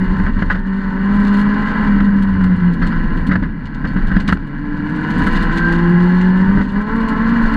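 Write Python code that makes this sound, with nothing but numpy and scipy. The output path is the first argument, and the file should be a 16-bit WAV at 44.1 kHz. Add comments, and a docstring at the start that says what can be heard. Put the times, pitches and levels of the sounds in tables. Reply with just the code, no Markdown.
"""Inside a rally car racing on a wet, muddy track. The bare body shell booms and shakes on the ruts,
the wheels fling grit against the arches and stones ring a metal guard. Sharp knocks and bangs, mostly
off the throttle, rattle the panels and thud through the floor. Over this the four-cylinder engine
sinks for a bend and pulls up again. Its firing makes the cabin drone, its exhaust growl and
mechanical rasp swell under load, and its gear teeth whine."""
import sys
import numpy as np
from scipy import signal
from scipy.fft import rfft, irfft
from scipy.io import wavfile
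from scipy.ndimage import uniform_filter1d, minimum_filter1d

SR = 44100
rng = np.random.default_rng(int(sys.argv[2]) if len(sys.argv) > 2 else 0)


def int16_out(signal):
    """Quantize to a 16-bit WAV file."""
    q = np.round(np.clip(np.atleast_2d(signal).T, -1, 1) * 32767)
    wavfile.write(sys.argv[1], SR, q.astype(np.int16))


N = 333396
TIME = np.arange(N) / SR


def from_db(db):
    """Turn decibels into a number to multiply by."""
    return 10 ** (np.asarray(db) / 20)


def unit_power(x):
    """Scale a signal to an average power of 1."""
    return x / np.sqrt(np.mean(x ** 2) + 1e-20)


def steadied(x, seconds):
    """Hold the power near 1 over every stretch of this length."""
    return x / np.sqrt(uniform_filter1d(x ** 2, int(seconds * SR)) + 1e-9)


def in_time(rows):
    """Join (seconds, value) points with straight lines, giving a value for every sample."""
    seconds, values = np.transpose(rows)
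    return np.interp(TIME, seconds, values)


def at_hz(rows, hz):
    """Read a curve of (Hz, dB) points at these frequencies."""
    points_hz, db = np.transpose(rows)
    return np.interp(np.log(hz), np.log(points_hz), db)


def drift(rate_hz):
    """Smooth random wandering, typically 1 in size; a higher rate wanders faster."""
    step = 40  # samples between points
    pole = np.exp(-2 * np.pi * rate_hz * step / SR)
    noise = rng.standard_normal(N // step + 2002)
    slow = signal.lfilter([1], [1, -2 * pole, pole * pole], noise)[2000:]
    return np.interp(np.arange(N) / step, np.arange(len(slow)), unit_power(slow))


def swell(middle_s, length_s):
    """A rounded rise and fall of height 1."""
    return np.maximum(1 - (2 * (TIME - middle_s) / length_s) ** 2, 0)


def burst(start_s, attack_s, decay_s):
    """A quick rise to height 1 that then dies away."""
    age = TIME[:SR // 4]
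    shape = (1 - np.exp(-age / attack_s)) * np.exp(-age / decay_s)
    out, at = np.zeros(N + SR), int(start_s * SR)
    out[at:at + len(age)] = shape / shape.max()
    return out[:N]


def grains(per_s, spread_db):
    """Tiny impacts at random moments; more spread makes their sizes more uneven."""
    sizes = from_db(spread_db * np.minimum(rng.exponential(1, N), 4)) * rng.choice([-1, 1], N)
    return unit_power(sizes * (rng.random(N) < per_s / SR))


# Where the cabin's panels ring. Each row: pitch in Hz, width in Hz, boost in dB (minus is a dip).
PANELS = [(509, 8.3, 6), (657, 270, -6.5), (840, 6.1, 2), (1022, 139, 15.5), (1332, 78, 9.5),
          (1512, 110, 8.5), (1686, 76, 8.5), (1920, 150, 6), (2052, 74, 12.5), (2100, 86, -10),
          (2297, 66, 10), (2881, 180, 14.5), (3210, 51, 7.5), (3630, 44, 7), (4266, 130, 10.5),
          (4670, 100, 6.5), (5030, 55, 6.5), (5830, 80, 1.5), (6300, 79, 6.5), (7220, 110, 6.5),
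          (7650, 83, 4.5)]

def panels_db(hz):
    """How much the ringing panels boost these frequencies."""
    return sum(db / (1 + (2 * (hz - centre) / width) ** 2) for centre, width, db in PANELS)


def coloured(x, colour, ringing=0):
    """Give a sound its tone colour, plus a share of the panels' ringing."""
    size = 32768
    hz = np.maximum(np.arange(size // 2 + 1) * SR / size, 1)
    gain = from_db(at_hz(colour, hz) + ringing * panels_db(hz))
    # Build the filter so that it rings after each hit, never before.
    cepstrum = irfft(np.log(unit_power(gain)))
    cepstrum[1:size // 2] *= 2
    cepstrum[size // 2 + 1:] = 0
    return signal.fftconvolve(x, irfft(np.exp(rfft(cepstrum))))[:N]


# Tone colours of the boom and the deeper shake. Each row: frequency in Hz, level in dB.
BOOM_COLOUR = [(25, -26.5), (55, -7.5), (85, -5.5), (125, -9), (180, 6), (230, 2), (290, -2), (340, -27.5),
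               (450, -17.5), (700, -34), (2000, -76)]
SHAKE_COLOUR = [(12, -30), (21, 1.5), (28, 8), (38, -5), (55, -21.5), (100, -33.5), (300, -92.5)]
# How rough the track is. Each row: time in seconds, dB above the usual.
ROUGHNESS = [(0, 3.5), (0.45, 2.5), (0.7, -5.5), (1.0, -2), (2.3, 0), (3.38, 0), (3.68, -8), (3.88, -1.5),
             (4.33, 1), (4.43, -9), (4.9, 0), (5.75, 1), (6.12, -5.5), (6.48, -0.5), (6.72, -3), (7.56, 3)]
# Ruts and ripples. Each row: middle and length in seconds, then extra boom, shake and hum in dB.
RUTS = [(0.247, 1.14, -4, 6.5, 12.5), (1.168, 0.21, 2.5, 4.5, 0), (1.97, 0.55, 3, 5.5, -2),
        (2.413, 0.74, -1, 1, 17), (2.85, 0.15, 5, 8.5, 7), (3.085, 0.37, 1, 10.5, 8),
        (3.404, 0.28, 1, 0.5, 19), (4.09, 0.38, -0.5, 11, 11), (5.212, 0.2, 6, 8, -2),
        (5.407, 0.34, 1, 10, 1), (5.733, 0.27, 0, 6, -7), (6.52, 0.24, 4, 3, 10),
        (7.485, 0.14, -6.5, 10.5, 3.5)]

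def body_shell(hum_hz=85):
    """The rough track makes the cabin's air boom and hum, and rocks the body harder in every rut."""
    rough_db = in_time(ROUGHNESS)
    boom_db, shake_db, hum_db = -21 + rough_db, -24 + 0.3 * rough_db, -39.5 + rough_db
    shake_db -= 9 * swell(middle_s=5.03, length_s=0.49)  # the body settles for a moment
    for middle, length, more_boom, more_shake, more_hum in RUTS:
        rut = swell(middle, length)
        boom_db += more_boom * rut
        shake_db += more_shake * rut
        hum_db += more_hum * rut
    boom = steadied(coloured(rng.standard_normal(N), BOOM_COLOUR), seconds=0.11)
    shake = steadied(coloured(rng.standard_normal(N), SHAKE_COLOUR), seconds=0.15)
    angle = 2 * np.pi * hum_hz * TIME
    hum = steadied(drift(42) * np.sin(angle) + drift(24) * np.cos(angle), seconds=1.0)
    return from_db(boom_db) * boom + from_db(shake_db) * shake + from_db(hum_db) * hum


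# Wet patches. Each row: middle in seconds, length in seconds, extra gravel in dB.
WET_PATCHES = [(5.15, 0.61, 5), (7.5, 0.54, 2.5)]
# The biggest sprays of grit. Each row: start in seconds, level in dB, share of sand from 0 to 1.
SPRAYS = [(0.506, -38.5, 0.06), (1.246, -43, 0.2), (1.271, -40.5, 0.3), (1.338, -46, 0.9), (1.368, -50, 1),
          (1.393, -47, 0.9), (2.221, -40.5, 0.44), (2.436, -42.5, 0.5), (2.868, -41, 0.16),
          (3.169, -47, 0.5), (3.266, -43, 0.85), (3.33, -52, 0.2), (3.655, -46.5, 0), (3.742, -50.5, 0),
          (3.873, -50, 0.1), (4.069, -43, 0.24), (4.195, -40, 0.05), (4.275, -26, 0.17), (4.321, -42.5, 1),
          (5.188, -50, 0.9), (5.263, -38.5, 1), (5.361, -44, .9), (5.422, -36.5, 0.6), (5.574, -31, 0.23),
          (5.72, -37, 0.45), (6.21, -40.5, 0.35), (6.607, -45.5, 0), (7.082, -41, 0.73)]
# Tone colour of the grit. Each row: frequency in Hz, level in dB.
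GRIT_COLOUR = [(500, -29), (1800, 7), (4200, 5), (5400, -6.5), (8000, -5.5), (11000, -10), (14500, -20)]

def grit(load_db, pull, clods_per_s=5, attack_s=0.0032, decay_s=0.012, spray_boost_db=6, mud_hz=6900):
    """Clods burst on the arches, sand sharp and mud dull, over gravel that grows as the wheels spin."""
    wet_db = sum(db * swell(middle, length) for middle, length, db in WET_PATCHES)
    gravel_level = from_db(-49.5 + 1.15 * load_db + 1.5 * pull + wet_db + 3.4 * drift(23))
    clod_hits = rng.random(N) < clods_per_s / SR
    clods = clod_hits * gravel_level * from_db(2 + rng.standard_normal(N))
    sand_level = signal.fftconvolve(clods, burst(0, attack_s, decay_s)[:SR // 4])[:N]
    mud_level = np.zeros(N)
    for start, db, sand_share in SPRAYS:
        shower = from_db(db + spray_boost_db) * burst(start, attack_s, decay_s)
        sand_level += sand_share * shower
        mud_level += (1 - sand_share) * shower
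    patter = gravel_level * grains(per_s=13000, spread_db=0.5)
    mud = mud_level * grains(per_s=3000, spread_db=6.5)
    dull = signal.sosfilt(signal.butter(4, mud_hz, fs=SR, output="sos"), patter + mud)
    ticks = from_db(-17) * gravel_level * grains(per_s=41, spread_db=0.5)  # chips on the windscreen
    sand = sand_level * grains(per_s=3800, spread_db=0)
    return coloured(sand + dull + ticks, GRIT_COLOUR, ringing=0.83)


# Stones that hit a metal guard. Each row: start in seconds, level in dB.
STONES = [(2.828, -47.5), (2.919, -57), (3.659, -60), (3.873, -50), (4.16, -53), (4.279, -59)]
# The guard's ringing tones. Each row: pitch in Hz, level in dB, seconds to fade by 60 dB.
GUARD_TONES = [(3240, 4, 0.23), (3840, -14.5, .14), (4390, 5.5, 0.19), (4900, 2.5, 0.18),
               (5960, -16, 0.057), (7550, -40, 0.059)]

def stones(spread_db=3.1):
    """Each stone rings all the guard's tones, in a slightly different mix every time."""
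    out, age = np.zeros(N), TIME[:SR // 3]
    for start, db in STONES:
        at = int(start * SR)
        for hz, tone_db, fade_s in GUARD_TONES:
            strength = from_db(db + tone_db + rng.normal(0, spread_db))
            fade = from_db(-60 * age / fade_s)
            out[at:at + len(age)] += strength * fade * np.sin(2 * np.pi * hz * age)
    return out


# Sharp knocks and bangs, mostly off the throttle.
# Each row: start in seconds, rattle in dB, thud in dB, rattle decay in seconds.
KNOCKS = [(.198, -22, -12.5, 0.0025), (0.262, -24.5, -31, 0.018), (0.421, -17, -11.5, 0.0056),
          (0.499, -12.5, -24, 0.014), (0.544, -26, -21.5, 0.025), (2.002, -19.5, -15, 0.0046),
          (2.409, -24, -30, .003), (2.441, -23, -35, 0.0032), (2.815, -20.5, -30.5, 0.029),
          (2.922, -22, -24, 0.0066), (3.289, -26.5, -9.5, 0.018), (3.31, -19, -13, 0.022),
          (3.354, -16, -12, 0.0046), (3.423, -26, -15.5, 0.027), (3.842, -22.5, -14.5, 0.016),
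          (3.959, -25, -13.5, 0.024), (4.114, -19.5, -17, 0.0074), (4.166, -14, -7.5, 0.0025),
          (4.283, -18, -13.5, 0.021), (4.324, -9, -8.5, 0.0031), (4.372, -24, -34, 0.0015),
          (5.268, -15.5, -25, 0.0073), (6.575, -31, -8.5, 0.014), (6.608, -21.5, -26, 0.0077)]
# Tone colour of the rattle. Each row: frequency in Hz, level in dB.
RATTLE_COLOUR = [(100, -17), (520, 2), (750, -3.5), (1100, -2), (1600, 7.5), (2000, 0.5), (2300, -15),
                 (4500, -25.5), (5500, -37), (14000, -69.5)]

def knocks_and_bangs(thud_hz=185, overtone_hz=300, thud_decay_s=0.014, bump_hz=72, bump_decay_s=0.029):
    """Each one rattles the panels for an instant, thuds through the floor and bumps the whole shell."""
    rattle_level, blows = np.zeros(N), np.zeros(N)
    for start, rattle_db, thud_db, decay in KNOCKS:
        rattle_level += from_db(rattle_db) * burst(start, attack_s=0.0044, decay_s=decay)
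        blows[int(start * SR)] = from_db(thud_db + 5.5)
    age = TIME[:SR // 5]
    overtone = from_db(-11) * np.sin(2 * np.pi * overtone_hz * age)
    thud = (np.sin(2 * np.pi * thud_hz * age) - overtone) * np.exp(-age / thud_decay_s)
    bump = from_db(-12.5) * np.sin(2 * np.pi * bump_hz * age) * np.exp(-age / bump_decay_s)
    rattle = steadied(coloured(rng.standard_normal(N), RATTLE_COLOUR, ringing=0.39), seconds=0.0077)
    return rattle_level * rattle + signal.fftconvolve(blows, thud + bump)[:N]


# How loud the gears whine. Each row: time in seconds, level in dB.
WHINE = [(0, -42), (1.7, -42), (4.5, -57.5), (5.0, -37), (5.5, -33.5), (5.66, -17), (5.86, -35.5),
         (6.35, -34), (7.56, -65.5)]

def gear_whine(firings, teeth_per_firing=9.4, waver=0.18):
    """Meshing teeth sing a wavering tone in step with the engine."""
    backlash = 0.3 * drift(25)  # slack between the teeth
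    tone = np.sin(2 * np.pi * teeth_per_firing * firings + backlash) * (1 + waver * drift(40))
    return from_db(in_time(WHINE)) * unit_power(tone)


# Brief lifts off the throttle. Each row: start and length in seconds, dip of the drone in dB,
# dip of the engine's higher sounds in dB (minus is a boost).
LIFTS = [(0, 0.42, 8.5, 0.5), (0.303, 0.078, 27, 9), (0.369, 0.38, 13, 3.5), (0.708, 0.35, 7.5, 1.5),
         (2.543, 0.085, 8.5, 1.5), (2.695, 0.22, 4, 6), (3.08, 0.16, 13, -2), (6.605, 0.16, 8.5, 7.5),
         (6.815, 0.071, 4, 5)]

def throttle_lifts():
    """Level changes in dB: each lift sets in quickly, holds, and lets go a little more slowly."""
    drone_db, upper_db = 0, 0
    for start, length, drone_dip, upper_dip in LIFTS:
        lifted = np.interp(TIME, start + length * np.array([0, 0.2, 0.7, 1]), [0, 1, 1, 0])
        drone_db -= drone_dip * lifted
        upper_db -= upper_dip * lifted
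    return drone_db, upper_db


# Tone colour of the rasp. Each row: frequency in Hz, level in dB.
RASP_COLOUR = [(100, -16), (350, 3), (480, -2.5), (680, -1.5), (920, -2.5), (1200, -7.5), (1600, 2.5),
               (1980, -4), (2150, -13), (3000, -23), (3700, -26.5), (4600, -25.5), (5300, -41),
               (10000, -50)]

def engine_rasp(firings, load_db, lift_db, repeat=0.61, pulsing=0.57):
    """Valves and gears clatter: part repeats every cycle of four firings, part is always new."""
    size = 1024
    cycle_noise = np.interp(firings / 4 % 1 * size, np.arange(size), rng.standard_normal(size))
    pulses = 1 + pulsing * np.cos(2 * np.pi * firings)
    clatter = (repeat * cycle_noise + rng.standard_normal(N)) * pulses * from_db(0.47 * drift(58))
    rasp = steadied(coloured(clatter, RASP_COLOUR, ringing=0.96), seconds=0.95)
    return from_db(-26.5 + load_db + lift_db) * rasp


# The tones of the growl. 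Each row: vibrations per cycle of four firings, level in dB.
GROWL_TONES = [(5, 4), (6, -18), (7, -21.5), (9, -14.5), (10, -14), (11, -20), (12, -4.5), (16, -6.5),
               (19, -7), (20, -7), (22, -15), (24, -10), (28, -10), (32, -14.5), (36, -19), (40, -19.5)]
# The exhaust pipe's snarl and the hollow below it. Each row: frequency in Hz, boost in dB.
PIPE = [(550, 0.5), (680, -6), (790, -1), (835, 7), (930, 7.5), (990, -3), (1150, 2.5), (1400, -2)]

def exhaust_growl(firing_hz, firings, load_db, pull, lift_db, roughness=0.67):
    """Rough tones follow the engine's speed and swell where the pipe and the panels ring."""
    angle = 2 * np.pi * firings + 0.07 * drift(28)  # slightly uneven firing
    grid_hz = np.arange(SR // 8)
    boost_db = panels_db(grid_hz)
    panel_gain = from_db((boost_db - boost_db.max() / 2) / 2)
    growl = 0
    for per_cycle, db in GROWL_TONES:
        per_firing = per_cycle / 4
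        hz = per_firing * firing_hz
        phase = per_firing * angle + 0.28 * drift(35) + rng.uniform(0, 2 * np.pi)
        gain = from_db(db + at_hz(PIPE, hz)) * np.interp(hz, grid_hz, panel_gain)
        growl += gain * (1 + roughness * np.tanh(drift(17))) * np.sin(phase)
    speed_db = 7 * np.log2(firing_hz / 190)  # 7 dB louder at twice the speed
    return np.sqrt(2) * from_db(-37 + load_db + 3.5 * pull + speed_db + lift_db) * growl


# Ragged firing off the throttle. Each row: time in seconds, how far the wave strays in radians.
BURBLE = [(0, .2), (.55, .3), (.7, .07), (2.7, .07), (3.15, .5), (3.35, 1.3), (4.35, 1.3), (4.6, .1),
          (7.56, .07)]
# How the cabin booms at the firing rate and an octave up. Each row: frequency in Hz, level in dB.
DRONE_RESPONSE = [(135, -29.5), (152, -31), (161, -24), (164, -26.5), (169, -17.5), (174, -11), (181, -11),
                  (192, -13), (203, -12.5), (211, -21.5), (221, -21.5), (232, -12.5)]
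OCTAVE_RESPONSE = [(270, -30.5), (286, -39), (297, -28.5), (322, -37.5), (340, -26), (362, -33.5),
                   (384, -42), (425, -39.5), (465, -39)]

def engine_drone(firing_hz, firings, pull, drone_lift_db, octave_lift_db, flutter=0.097):
    """The firing makes two strong tones, an octave apart, that slide through the cabin's booms."""
    angle = 2 * np.pi * firings + in_time(BURBLE) * drift(19)
    drone_db = at_hz(DRONE_RESPONSE, firing_hz) + 0.46 * pull + drone_lift_db
    drone = from_db(drone_db) * (1 + flutter * drift(35)) * np.sin(angle)
    octave_db = at_hz(OCTAVE_RESPONSE, 2 * firing_hz) + 7.5 * pull + octave_lift_db + 2 * drift(12)
    octave = from_db(octave_db) * np.sin(2 * angle)
    return np.sqrt(2) * (drone + octave)


def pull_of(firing_hz, hard_hz_per_s=29, smooth_s=0.9):
    """How hard the engine is gaining speed (up to 1) or losing it (down to -1)."""
    hz_per_s = uniform_filter1d(np.gradient(firing_hz) * SR, int(smooth_s * SR), mode="constant")
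    return np.tanh(hz_per_s / hard_hz_per_s)


# Engine speed. Each row: time in seconds, firings per second.
ENGINE_SPEED = [(0, 185), (0.36, 195), (0.52, 190), (0.8, 194), (0.94, 189.5), (1.16, 204), (1.3, 201),
                (1.8, 212), (1.92, 201), (2.14, 200), (2.86, 167), (3.18, 166), (3.52, 147.5), (3.95, 135),
                (4.84, 148.5), (5.24, 162), (5.52, 164), (6.4, 187), (6.56, 200), (6.72, 195), (6.97, 228),
                (7.14, 218), (7.35, 233), (7.56, 219.5)]
# How hard the engine works. Each row: time in seconds, dB above a steady pull.
ENGINE_LOAD = [(0, -3), (0.38, -1), (0.64, -7), (0.85, -2.5), (1.78, 4), (2.15, -3.5), (2.92, -1),
               (3.26, -5.5), (3.52, -12), (4.17, -2), (4.38, -11), (4.66, -7.5), (5.28, 4.5), (6.0, 0.5),
               (6.8, -0.5), (7.56, 3.9)]

def scene():
    """The engine and the track together, as heard at the dashboard."""
    firing_hz, load_db = in_time(ENGINE_SPEED), in_time(ENGINE_LOAD)
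    firings = np.cumsum(firing_hz) / SR  # how many times the engine has fired so far
    pull = pull_of(firing_hz)
    drone_lift_db, upper_lift_db = throttle_lifts()
    engine = engine_drone(firing_hz, firings, pull, drone_lift_db, upper_lift_db)
    engine += exhaust_growl(firing_hz, firings, load_db, pull, upper_lift_db)
    engine += engine_rasp(firings, load_db, upper_lift_db)
    engine += gear_whine(firings)
    return (engine + body_shell() + knocks_and_bangs() + stones() + grit(load_db, pull))[None]


def record(dry, window_samples=129, top_hz=16000):
    """A fast limiter turns the hardest peaks down to full scale, then the highest treble is cut."""
    needed_gain = 1 / np.maximum(np.abs(dry), 1)
    gain = uniform_filter1d(minimum_filter1d(needed_gain, window_samples), window_samples)
    return signal.sosfilt(signal.cheby2(12, 60, top_hz, fs=SR, output="sos"), gain * dry)


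dry = scene()
out = record(dry)
int16_out(out)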